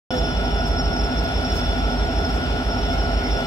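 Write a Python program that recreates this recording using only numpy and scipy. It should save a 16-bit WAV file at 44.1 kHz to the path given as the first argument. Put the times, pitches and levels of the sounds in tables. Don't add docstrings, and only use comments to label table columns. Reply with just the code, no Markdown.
import sys
import numpy as np
from scipy import signal
from scipy.fft import rfft, irfft
from scipy.io import wavfile
from scipy.ndimage import uniform_filter1d

SR = 44100
rng = np.random.default_rng(int(sys.argv[2]) if len(sys.argv) > 2 else 0)


def voltage_ratio(decibels):
    exponent = np.asarray(decibels, float) / 20
    return 10 ** exponent


def int16_out(signal):
    q = np.round(np.clip(np.atleast_2d(signal).T, -1, 1) * 32767)
    wavfile.write(sys.argv[1], SR, q.astype(np.int16))


N = 152586

SHAFT_HZ, TWIN_HZ = 6.091, 5.988

# (shaft order, level [dB rms])
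BARK = [(36, -52), (37, -52), (38, -54), (39, -42), (40, -39), (41, -39), (42, -43), (43, -41), (44, -52),
        (45, -62)]
# (shaft order, level [dB rms])
RASP = [(21, -44), (23, -45), (27, -45), (29, -47), (32, -47), (33, -44), (48, -48), (65, -45), (67, -49),
        (68, -42), (79, -49), (103, -48), (105, -49), (107, -46), (110, -48), (111, -50), (114, -44),
        (116, -44), (118, -48), (119, -47), (122, -44), (123, -49), (128, -51), (131, -50), (133, -50),
        (135, -50), (237, -41), (238, -51)]
# (shaft order, level [dB rms])
CRANK = [(15, -45), (16, -46), (17, -48), (19, -49), (20, -47), (25, -49), (26, -48), (28, -48), (30, -52),
         (31, -51)]


def evened(x):
    return x / np.sqrt(np.mean(abs(x) ** 2) + 1e-20)


def read(points, hz):
    f, value = np.transpose(points)
    return np.interp(np.log(hz + 1), np.log(f + 1), value)


def add(mix, s, sound):
    part = mix[round(s * SR):][:len(sound)]
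    part += sound[:len(part)]


def drift(width_hz):
    z = rng.standard_normal((2, N + SR))
    r = np.exp(-np.pi * width_hz / SR)
    once = signal.lfilter([1 - r], [1, -r], z[0] + 1j * z[1])
    twice = signal.lfilter([1 - r * r], [1, -r * r], once)
    return evened(twice[SR:])


def ports(x, apart=None):
    # (frequency [Hz], likeness [0-1])
    likeness = [(60, 0.87), (100, 0.45), (180, 0.84), (300, 0.8), (700, 0.7), (1400, 0.74), (3000, 0.081),
                (6000, 0.67), (9000, 0.17), (15000, 0.25)]
    # (frequency [Hz], phase [rad])
    lead = [(0, 0), (1460, 1.755), (3450, 4.5), (5400, 5), (10800, 8.5), (15800, 13.5)]
    # (frequency [Hz], left minus right [dB])
    tilt = [(60, -1.6), (130, 1), (500, -2.5), (1400, -0.5), (2800, 4.5), (5400, 0.5), (8100, 14.5),
            (11000, 2.5), (15000, 3)]
    hz = np.fft.rfftfreq(N, 1 / SR)
    left = rfft(x)
    right = left
    if apart is not None:
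        same = np.clip(read(likeness, hz), 0, 1)
        right = same * left + np.sqrt(1 - same ** 2) * rfft(apart)
    f, rad = np.transpose(lead)
    half = voltage_ratio(read(tilt, hz) / 2) * np.exp(.5j * np.interp(hz, f, rad))
    return irfft(np.array([left * half, right / half]), N)


def orders(shaft_hz, rows, at_s=None):
    k, db = np.transpose(rows)
    turns = rng.random(len(k)) if at_s is None else k * shaft_hz * at_s
    z = np.zeros(8193, complex)
    z[k.astype(int)] = 8192 * np.sqrt(2) * voltage_ratio(db) * np.exp(-2j * np.pi * turns)
    place = np.arange(N) / SR * shaft_hz % 1
    return np.interp(place, np.arange(16384) / 16384, irfft(z), period=1)


def exhaust():
    # (shaft order, level [dB rms])
    thump = [(6, -50), (7, -44), (8, -28), (9, -31), (10, -33), (11, -52), (12, -47), (13, -36), (14, -50)]
    # (shaft order, level [dB rms])
    twin = [(6, -62), (7, -54), (8, -36), (9, -39), (10, -57), (11, -64), (12, -46), (13, -43), (14, -64)]
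    thump_s, twin_s, bark_s = .0515, .1245, .1407
    kick_s, twin_kick_s = .0904, .0658
    low = orders(SHAFT_HZ, thump[:6] + thump[8:], thump_s)
    low += orders(TWIN_HZ, twin[:6] + twin[8:], twin_s)
    low += orders(SHAFT_HZ, BARK[3:9], bark_s)
    kick = orders(SHAFT_HZ, thump[6:8], kick_s)
    kick += orders(TWIN_HZ, twin[6:8], twin_kick_s)
    return voltage_ratio(-0.76) * low + kick


def fan():
    fan_hz, fan_s, fan_db = 259.1, 3.2601, -46
    t = np.arange(N) / SR
    return np.sqrt(2) * voltage_ratio(fan_db) * np.cos(2 * np.pi * fan_hz * (t - fan_s))


def block_and_pipe():
    pipe_s = .074
    block = orders(SHAFT_HZ, CRANK + RASP[:7] + RASP[10:-2])
    block *= 1 + 0.071 * drift(9.3).real
    return voltage_ratio(-1.03) * block + orders(SHAFT_HZ, RASP[7:10], pipe_s)


def gears():
    swell_s, waver = .12, .2
    pair = orders(SHAFT_HZ, RASP[-2:], swell_s)
    return voltage_ratio(4.0) * pair * (1 + waver * drift(28).real)


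def uneven_rasp():
    # (frequency [Hz], level [dB rms])
    comb = [(85, -45), (200, -64.5), (330, -56), (450, -59.5), (560, -59), (700, -53.5), (900, -57),
            (1100, -72.5), (1260, -72), (1350, -56), (1430, -67)]
    uneven_db = 4
    named = {k for k, db in BARK + RASP + CRANK}
    rest = []
    for k in range(15, 236):
        if k not in named:
            rest.append((k, read(comb, k * SHAFT_HZ) + uneven_db * rng.standard_normal()))
    loose = BARK[:3] + BARK[9:] + rest
    rasp = voltage_ratio(-2.12) * orders(SHAFT_HZ, loose) * (1 + 0.082 * drift(44).real)
    echo = orders(SHAFT_HZ, loose)
    twin_rasp = voltage_ratio(-6.5) * orders(TWIN_HZ, rest)
    return ports(rasp + twin_rasp, echo)


def engines():
    return ports(exhaust() + fan() + block_and_pipe() + gears()) + uneven_rasp()


def turbo():
    # (time [s], level [dB])
    effort = [(.15, -40.5), (.5, -54), (.76, -37), (1.0, -39), (1.1, -52), (1.2, -40), (1.45, -35.5),
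              (1.65, -38.5), (1.8, -55), (2.0, -48), (2.3, -44), (2.5, -64), (2.85, -43), (3.1, -56),
              (3.3, -41.5), (3.45, -48.5)]
    s, db = np.transpose(effort)
    return voltage_ratio(np.interp(np.arange(N) / SR, s, db - db.mean()))


def whines():
    pitches = [672, 1120, 1343.8, 2956, 3144, 3456, 5346, 5382, 5397, 10794]
    # (level [dB rms], halo width [Hz], steady share [0-1], throb [0-1], share of turbo effort)
    voices = [(-38, 12, 0.02, 0.07, 0), (-61, 3.6, 0.3, 0, 0.049), (-47, 12, 0.75, 0.05, 0),
              (-48, 7.5, 0.79, 0, 0.11), (-56, 16, 0.3, 0, 0), (-43.5, 23, 0.83, 0, 0.011),
              (-48, 22, 0.05, 0.4, 0.57), (-43, 15.4, 0.75, 0.01, 0.45), (-43, 20.5, 0.75, 0, 0.28),
              (-62, 130, 0, 0.04, 0.063)]
    # (time [s], lower tone [dB], upper tone [dB])
    load = [(.12, 7, 2.5), (.5, 4.5, 0), (.7, -8, -1), (1.1, -10, -2.5), (1.3, -3, 1.5), (1.85, -1, 1.5),
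            (2.0, -12, 1), (2.4, 4, -2.5), (2.6, 3, 0), (2.75, 0, -6), (2.85, 3, 1.5), (3.1, 1, -8),
            (3.33, -7, 3.5), (3.45, 5, -4)]
    # (lower [Hz], upper [Hz])
    load_hz = (2956, 3456)
    t = np.arange(N) / SR
    out = np.zeros((2, N))
    effort = turbo()
    for hz, (db, width_hz, steady, throb, share) in zip(pitches, voices):
        steady = np.clip(steady, 0, 1)
        tone = np.exp(2j * np.pi * hz * t) * effort ** share
        tone *= 1 + throb * np.cos(4 * np.pi * SHAFT_HZ * (t - .04))
        if hz in load_hz:
            sway = np.array(load)
            tone *= voltage_ratio(np.interp(t, sway[:, 0], sway[:, load_hz.index(hz) + 1]))
        core = steady * np.exp(2j * np.pi * rng.random())
        for side in out:
            halo = np.sqrt(1 - steady ** 2) * drift(width_hz)
            side += np.sqrt(2) * voltage_ratio(db) * (tone * (core + halo)).real
    return ports(*out)


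def air(gain, patchy_db, swell_db):
    frames = N // 256 + 5
    a, b, c, d, patches = rng.standard_normal((frames, 513, 5)).T
    patches = uniform_filter1d(patches, size=12, axis=0)
    patches = evened(uniform_filter1d(patches, size=12, axis=1))
    swell = drift(1.0).real[np.minimum(np.arange(frames) * 256, N - 1)]
    z = np.array([a + 1j * b, c + 1j * d]) * voltage_ratio(patchy_db * patches + swell_db * swell)
    white = signal.istft(z, nperseg=1024, noverlap=768)[1][:, :N]
    return evened(irfft(rfft(white) * gain, N))


def roar():
    # (frequency [Hz], width [Hz], level [dB rms])
    hood = [(248, 30, -50), (413, 19, -56), (738, 284, -37.5), (1345, 44, -43), (2780, 540, -48.5),
            (5325, 240, -46.5)]
    # (frequency [Hz], level [dB per Hz])
    low_colour = [(30, -7), (45, -1), (70, 3), (190, -2.5), (260, -1), (340, -3), (500, -9.5), (800, -6.5),
                  (1300, -24)]
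    # (frequency [Hz], level [dB per Hz])
    high_colour = [(590, -25), (1000, -15.5), (1410, -5.5), (1610, -8.5), (3400, -13.5), (4590, -16.5),
                   (5400, -14), (6270, -30), (15800, -44)]
    low_db, high_db = -30.5, -36
    hz = np.fft.rfftfreq(N, 1 / SR)
    humps = sum(voltage_ratio(2 * db) / w / (1 + (2 * (hz - f) / w) ** 2) ** 2 for f, w, db in hood)
    hump_rms = np.sqrt(humps.mean() * SR / 2 * 4 / np.pi)
    low = voltage_ratio(read([(10, -60)] + low_colour + [(2000, -70)], hz))
    high = voltage_ratio(read([(500, -39)] + high_colour, hz))
    noise = voltage_ratio(low_db) * air(low, 0.4, 0.51)
    noise += voltage_ratio(high_db) * air(high, 0.84, 1.0)
    noise += hump_rms * air(np.sqrt(humps), 0.62, 0.32)
    return ports(*noise)


def air_puffs():
    # (start [s], length [s], level [dB rms])
    bursts = [
        (0.09, 0.15, -50),
        (0.66, .04, -47),
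        (1.513, 0.11, -44.5),
        (2.27, .05, -52),
        (2.318, 0.077, -50),
        (2.91, 0.055, -50),
        (3.36, 0.11, -51),
    ]
    # (frequency [Hz], level [dB per Hz])
    colour = [(3000, 1), (5500, 5.5), (8500, -5), (10000, -4.5), (13000, -8), (15800, -12)]
    level = np.zeros(N)
    for s, length, db in bursts:
        add(level, s, voltage_ratio(db) * np.hanning(round(length * SR)) ** 0.5)
    gain = voltage_ratio(read([(1500, -60)] + colour, np.fft.rfftfreq(N, 1 / SR)))
    return ports(*(level * air(gain, 1.5, .1)))


def metal_ticks():
    # (time [s], peak level [dB], frequency [Hz])
    knocks = [
        (.6745, -48, 7000),
        (.9775, -43, 7600),
        (1.048, -38, 7450),
        (1.0485, -50, 13500),
        (1.2391, -34, 13500),
    ]
    out = np.zeros(N)
    t = np.arange(200) / SR
    shape = np.minimum(t / .0002, 1) * np.exp(-t / 0.00036)
    for s, db, hz in knocks:
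        add(out, s, voltage_ratio(db + 6) * np.sin(2 * np.pi * hz * t) * shape)
    return ports(out)


def birds():
    # (start [s], length [s], level [dB rms], start pitch [Hz], end pitch
    # [Hz])
    coos = [
        (.09, .135, -37, 522, 485),
        (3.29, .17, -46, 516, 521),
        (.115, .055, -51, 1800, 1790),
        (2.9, .09, -52, 2170, 2180),
        (.13, .16, -42, 680, 662),
    ]
    # (level [dB rms], hoarseness width [Hz])
    caw = (-42.5, 140)
    # (start [s], length [s])
    caw_time = (3.16, .18)
    # (start pitch [Hz], end pitch [Hz])
    caw_glide = (2200, 2030)
    out = np.zeros(N)
    for s, length, db, from_hz, to_hz in coos:
        n = round(length * SR)
        voice = np.sin(2 * np.pi * np.cumsum(np.linspace(from_hz, to_hz, n)) / SR)
        add(out, s, voltage_ratio(db + 10.5) * np.hanning(n) ** .5 * voice)
    s, length = caw_time
    db, width_hz = caw
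    n = round(length * SR)
    glide = np.exp(2j * np.pi * np.cumsum(np.linspace(*caw_glide, n)) / SR)
    add(out, s, voltage_ratio(db + 5.5) * np.hanning(n) * (glide * drift(width_hz)[:n]).real)
    return np.array([voltage_ratio(-1.5) * np.roll(out, shift=6), voltage_ratio(4.0) * out])


def scene():
    return engines() + whines() + roar() + air_puffs() + metal_ticks() + birds()


def band_limit(x):
    return signal.sosfilt(signal.butter(12, 16020, fs=SR, output="sos"), x)


def record(dry):
    # (frequency [Hz], level [dB])
    mic = [(20, -12), (32, -25), (42, 1), (8900, 0), (9600, -1), (10300, -3), (11500, 3.5)]
    on_s, open_s, edge_hz = .1058, 0.00052, 15780
    hz = np.fft.rfftfreq(N, 1 / SR)
    coloured = irfft(rfft(dry) * voltage_ratio(read(mic, hz)), N)
    switched = coloured * np.clip((np.arange(N) / SR - on_s) / open_s + 0.48, 0, 1)
    edge = signal.firwin(1023, edge_hz, window=("kaiser", 8), fs=SR)
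    mix = signal.oaconvolve(switched, edge[None], "same")
    return band_limit(mix)


dry = scene()
out = record(dry)
int16_out(out)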